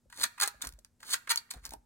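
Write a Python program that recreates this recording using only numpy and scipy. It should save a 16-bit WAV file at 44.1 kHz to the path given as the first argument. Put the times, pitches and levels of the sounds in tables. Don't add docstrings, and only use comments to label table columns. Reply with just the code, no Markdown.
import sys
import numpy as np
from scipy import signal
from scipy.fft import rfft, irfft
from scipy.io import wavfile

SR = 44100
rng = np.random.default_rng(int(sys.argv[2]) if len(sys.argv) > 2 else 0)


def to_wav(sig):
    pcm = np.clip(np.atleast_2d(sig), -1, 1) * 32767
    pcm = np.round(pcm).astype(np.int16)
    wavfile.write(sys.argv[1], SR, pcm.T)


N = 81585
T = np.arange(N) / SR

# frequency in Hz, level in dB, t60 in seconds.
HOUSING_MODES = [(458, -16, 0.13), (934.6, -2.5, 0.12), (1182, -12, .07), (1385, -6.5, .05),
                 (1453, -8.5, 0.15), (1550, -3.5, 0.12), (1852, -1, .055), (1920, -4.5, 0.042),
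                 (2377, -6, 0.11), (2820, -7, .035), (3300, -13, 0.051), (4440, -7.5, .025)]
# frequency in Hz, relative level in dB.
CLACK_COLOUR = [(40, -55), (130, -40), (280, -17.5), (650, -17.5), (950, -5), (1300, 3), (1900, 0),
                (2500, -6.5), (3200, -14), (6000, -33.5)]

TREBLE_LEAD_S, BODY_LEAD_S = 0.00012, 0.00005
TICK_ROOM = dict(early_db=-12.5, late_db=-32.5, lead_s=TREBLE_LEAD_S)
BOX_ROOM = dict(early_db=-2, late_db=-15.5, lead_s=BODY_LEAD_S)


def undb(db):
    return 10 ** (np.asarray(db) / 20)


def unit(x):
    return x / np.sqrt(np.sum(x ** 2))


def through(x, response):
    return signal.fftconvolve(x, response)[:N]


def colour(points, size=2048):
    hz, db = np.array(points).T
    gain = undb(np.interp(np.log(np.fft.rfftfreq(size, 1 / SR) + 1), np.log(hz), db))
    cepstrum = irfft(np.log(gain))
    cepstrum[1:size // 2] *= 2
    cepstrum[size // 2 + 1:] = 0
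    return unit(irfft(np.exp(rfft(cepstrum))))


def ring(modes, pitch=1, size=22000):
    t = T[:size]
    return sum((-1) ** k * undb(db - 60 * t / t60) * np.sin(2 * np.pi * hz * pitch * t)
               for k, (hz, db, t60) in enumerate(modes))


def blow(s):
    return 1. * (np.arange(N) == int(s * SR))


def fade(s, decay_s, attack_s=.0001):
    return np.exp(-np.maximum(s - T, 0) / attack_s - np.maximum(T - s, 0) / decay_s)


def grit(per_s, scatter_db=4):
    slips = rng.random(N) < per_s / SR
    sizes = slips * undb(scatter_db * np.clip(rng.standard_normal(N), -2, 2))
    energy = np.abs(through(sizes ** 2, fade(0, 0.00045)))
    grains = np.sqrt(energy) * rng.standard_normal(N)
    return grains / np.std(grains)


def clacks(strike_db=12, chatter_db=-3, grip_detune=0.041):
    # time in seconds, crack level in dB, housing level in dB, crack decay in seconds.
    strikes = [(0.1018, -53, -52.5, 0.00159), (0.1269, -47, -46.5, 0.00245), (0.1750, -43, -49.5, 0.0015),
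               (0.1852, -47.5, -45.5, 0.0055), (0.214, -36.5, -38.5, 0.0043), (0.2343, -22, -39, 0.0024),
               (0.2394, -17, -28, 0.00178), (0.2427, -38, -28, 0.003), (0.3797, -51.5, -43, 0.009),
               (0.4014, -25, -30.5, 0.0014), (0.4123, -22, -33, 0.0037), (0.461, -30, -53, 0.00153),
               (0.4792, -31.5, -38, .0035), (0.6096, -74, -47.5, 0.00076), (0.6180, -36, -53, .003),
               (0.6231, -28, -40, 0.0013), (0.6426, -46.5, -47, 0.0059), (0.8490, -60, -62, 0.0017),
               (1.0050, -54, -56, .0028), (1.0304, -45, -48.5, 0.0038), (1.057, -57.5, -64.5, 0.0055),
               (1.0809, -45, -51.5, .0022), (1.0956, -41.5, -47, 0.0023), (1.1358, -20.5, -38.5, 0.0034),
               (1.142, -23.5, -25.5, 0.0019), (1.1446, -36, -39.5, 0.0014), (1.2752, -46, -35.5, 0.0025),
               (1.2942, -30.5, -37.5, 0.011), (1.3754, -28.5, -39, 0.0026), (1.4930, -80, -58.5, 0.0013),
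               (1.5070, -36, -54, 0.0054), (1.5127, -30, -40.5, 0.0008), (1.5380, -46, -54.5, 0.006)]
    pitches = 1 + grip_detune * rng.uniform(-1, 1, 64)
    chatter = rng.standard_normal(N)
    crack, body = 0, 0
    for (s, db, body_db, decay), pitch in zip(strikes, pitches):
        envelope = fade(s, decay, attack_s=0.0013)
        push = undb(strike_db) * blow(s) + undb(chatter_db) * envelope * chatter
        crack += undb(db) * envelope
        body += undb(body_db) * housing(push, pitch)
    return crack * rng.standard_normal(N), body


def ratchet(teeth_per_s=620, tooth_s=.0013, jitter=0.1, scatter_db=1.5, ring_db=-5, clatter_db=-3):
    # start and end in seconds, crack and housing levels in dB, housing pitch ratio.
    runs = [(0.4196, 0.4404, -25.5, -30, .87), (1.3019, 1.3203, -25, -30.5, 0.99)]
    crack, body = 0, 0
    for start, end, db, body_db, pitch in runs:
        offsets, sizes = rng.standard_normal((64, 2)).T
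        times = start + (np.arange(len(offsets)) + jitter * offsets) / teeth_per_s
        teeth = sum(undb(scatter_db * size) * fade(s, tooth_s)
                    for s, size in zip(times, sizes) if s < end)
        crack += undb(db) * teeth * rng.standard_normal(N)
        clatter = undb(clatter_db) * through(teeth * rng.standard_normal(N), colour(CLACK_COLOUR))
        body += undb(body_db) * (clatter + undb(ring_db) * housing_sustain(teeth, pitch))
    return crack, body


def tape(grains_per_s=1500, stop_s=0.0011, feed_body_db=-13):
    # start and end in seconds, level at the end in dB, rise in dB per second.
    feeds = [(0.10, 0.236, -32, 300), (0.995, 1.139, -28.5, 325)]
    # middle and half length in seconds, rasp and housing levels in dB.
    rubs = [(0.648, .028, -53, -54), (1.565, .03, -65, -65), (1.657, .022, -53, -58),
            (1.727, .012, -56, -61)]
    rasp = 0
    for start, end, db, rise in feeds:
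        gate = (T > start) * np.exp(-np.maximum(T - end, 0) / stop_s)
        rasp += undb(db - rise * np.abs(end - T)) * gate
    push = undb(feed_body_db) * rasp
    for s, half, db, body_db in rubs:
        swell = np.exp(-((T - s) / half) ** 2)
        rasp += undb(db) * swell
        push += undb(body_db) * swell
    return rasp * grit(grains_per_s), housing(push * grit(grains_per_s))


def housing(push, pitch=1, ring_db=-6.5):
    ringing = undb(ring_db) * unit(ring(HOUSING_MODES, pitch, size=6000))
    clack = colour(CLACK_COLOUR)
    return through(push, ringing + np.pad(clack, (0, len(ringing) - len(clack))))


def housing_sustain(push, pitch, waver_rad=0.011):
    ringing = 0
    for hz, db, t60 in HOUSING_MODES:
        decay = undb(-60 * T / t60) ** 2
        energy = np.abs(through(push ** 2, decay / decay.sum()))
        phase = 2 * np.pi * hz * pitch * T + waver_rad * np.cumsum(rng.standard_normal(N))
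        ringing += undb(db) * np.sqrt(energy) * np.sin(phase)
    return ringing


def latch(at_s=1.3746, level_db=-15.5, swell_s=0.0012):
    # frequency in Hz, level in dB, t60 in seconds.
    modes = [(4150, -8, .014), (4530, 0, .02), (7100, -12, .01), (9900, -12, .01)]
    ping = ring(modes)
    ping *= np.minimum(T[:len(ping)] / swell_s, 1)
    return in_room(undb(level_db) * through(blow(at_s), ping), **TICK_ROOM)


def spring():
    # time in seconds, level in dB.
    twangs = [(0.1277, -46), (1.0304, -47), (1.5121, -50)]
    # frequency in Hz, level in dB, t60 in seconds.
    modes = [(1260, -7, .03), (1512, -1.5, .04)]
    return through(sum(undb(db) * blow(s) for s, db in twangs), ring(modes))


def ticks():
    # time in seconds, level in dB, decay in seconds.
    snaps = [(0.4760, -17, 0.00099), (0.649, -35, 0.0042), (0.6711, -31, 0.0031), (0.6900, -36.5, 0.0015),
             (0.724, -47.5, 0.0017), (0.7372, -47, 0.00075), (0.7896, -50, 0.0029), (0.8478, -42, 0.0011),
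             (1.3592, -20, 0.0011), (1.653, -28.5, .0011), (1.6592, -30.5, 0.00057), (1.665, -36.5, 0.0016),
             (1.6925, -38, 0.00097), (1.7076, -38.5, .002), (1.7360, -36.5, 0.00215)]
    # frequency in Hz, relative level in dB.
    spectrum = [(60, -44.5), (400, -13), (1500, -8), (3000, -5.5), (5000, 2.5), (7000, -0.5), (10000, -1.5),
                (12500, -0.5), (16000, -9)]
    envelope = sum(undb(db) * fade(s, decay) for s, db, decay in snaps)
    return in_room(through(envelope * rng.standard_normal(N), colour(spectrum)), **TICK_ROOM)


def box_thumps(push_s=0.00237):
    # time in seconds, level in dB.
    thumps = [(0.060, -60), (0.184, -60.5), (0.545, -58), (0.658, -43), (0.725, -49), (1.554, -43.5),
              (1.617, -53.5), (1.682, -48.5), (1.752, -52.5)]
    # frequency in Hz, level in dB, t60 in seconds.
    modes = [(45.4, -5.5, 0.3), (60.6, 0.5, .16), (112, -2.5, 0.1), (159, -0.5, .1)]
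    push = T * np.exp(-T / push_s)
    force = through(sum(undb(db) * blow(s) for s, db in thumps), 2 * push / push.sum())
    return through(force, ring(modes))


def box_knocks():
    # time in seconds, level in dB, pitch ratio.
    knocks = [(0.055, -59.5, 0.59), (0.541, -56, 0.66), (0.640, -44, 1.1), (0.783, -57, 0.65),
              (1.54, -49.5, 0.866), (1.7196, -43, 0.94), (1.7366, -37.5, 0.97)]
    # frequency in Hz, level in dB, t60 in seconds.
    modes = [(299.5, -7, 0.043), (466, -11.5, 0.031), (652, -10, 0.039), (841, -4, 0.042), (958, -5, 0.056)]
    ringing = sum(undb(db) * through(blow(s), ring(modes, pitch)) for s, db, pitch in knocks)
    return in_room(ringing, **BOX_ROOM)


def scuffs(grains_per_s=500):
    # middle and half length in seconds, level in dB.
    slides = [(0.214, 0.042, -57.5), (0.654, 0.038, -60), (1.083, 0.064, -68), (1.559, 0.027, -64),
              (1.667, 0.026, -63)]
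    # frequency in Hz, relative level in dB.
    spectrum = [(40, -19), (120, -3.5), (280, -1), (600, -1.5), (1000, -4.5), (2000, -22), (5000, -45.5)]
    swell = sum(undb(db) * np.exp(-((T - s) / half) ** 2) for s, half, db in slides)
    return in_room(through(swell * grit(grains_per_s), colour(spectrum)), **BOX_ROOM)


def in_room(x, early_db, late_db, lead_s, early_t60_s=0.1, late_t60_s=0.41, scatter_db=-8.5):
    lead = np.exp(2j * np.pi * np.fft.rfftfreq(2 * N, 1 / SR) * lead_s)
    left = irfft(rfft(x, 2 * N) * lead)[:N]
    onset = np.minimum(T / 0.00056, 1) ** 2
    channels = []
    for direct in (left, x):
        tails = sum(undb(db) * unit(rng.standard_normal(N) * onset * undb(-60 * T / t60))
                    for db, t60 in ((early_db, early_t60_s), (late_db, late_t60_s)))
        scatter = unit(np.diff(rng.standard_normal(N) * fade(0, 0.00033), prepend=0))
        channels.append(direct + through(x, tails + undb(scatter_db) * scatter))
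    return np.array(channels)


def background(air_db=-74, side_db=-9, hum_hz=119):
    # frequency in Hz, relative level in dB.
    spectrum = [(15, -9.5), (55, -7), (100, -4.5), (200, -13), (350, -19.5), (1000, -28.5), (3000, -37),
                (8000, -32), (16000, -43.5)]
    mid, side = (through(rng.standard_normal(N), colour(spectrum)) for _ in range(2))
    air = mid + undb(side_db) * side * np.array([[1], [-1]])
    phase = 2 * np.pi * hum_hz * T
    hum = np.sqrt(2) * (undb(-88) * np.sin(phase) + undb(-81) * np.sin(2 * phase))
    return undb(air_db) * air + hum


def scene(low_cut_hz=230, housing_right_db=3.5):
    # frequency in Hz, relative level in dB.
    crack_colour = [(60, -51), (300, -24.5), (1800, -19.5), (3200, -4), (4300, 7), (5200, -4), (6700, 0.5),
                    (9500, -2), (11000, -5.5), (12400, -5.5), (14000, -5.5), (16000, -11.5)]
    crack, body = np.sum([tape(), ratchet(), clacks()], axis=0)
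    low_cut = signal.butter(2, low_cut_hz, "high", fs=SR, output="sos")
    body = signal.sosfilt(low_cut, body) + spring()
    crack = in_room(through(crack, colour(crack_colour)), early_db=-7.5, late_db=-23.5,
                    lead_s=TREBLE_LEAD_S)
    body = in_room(body, early_db=-2.5, late_db=-13, lead_s=BODY_LEAD_S)
    pan = undb(np.array([[-housing_right_db], [housing_right_db]]) / 2)
    return crack + pan * body + ticks() + latch() + scuffs() + box_thumps() + box_knocks() + background()


def record(dry):
    return signal.sosfilt(signal.ellip(10, .2, 80, 16000, fs=SR, output="sos"), dry)


dry = scene()
out = record(dry)
to_wav(out)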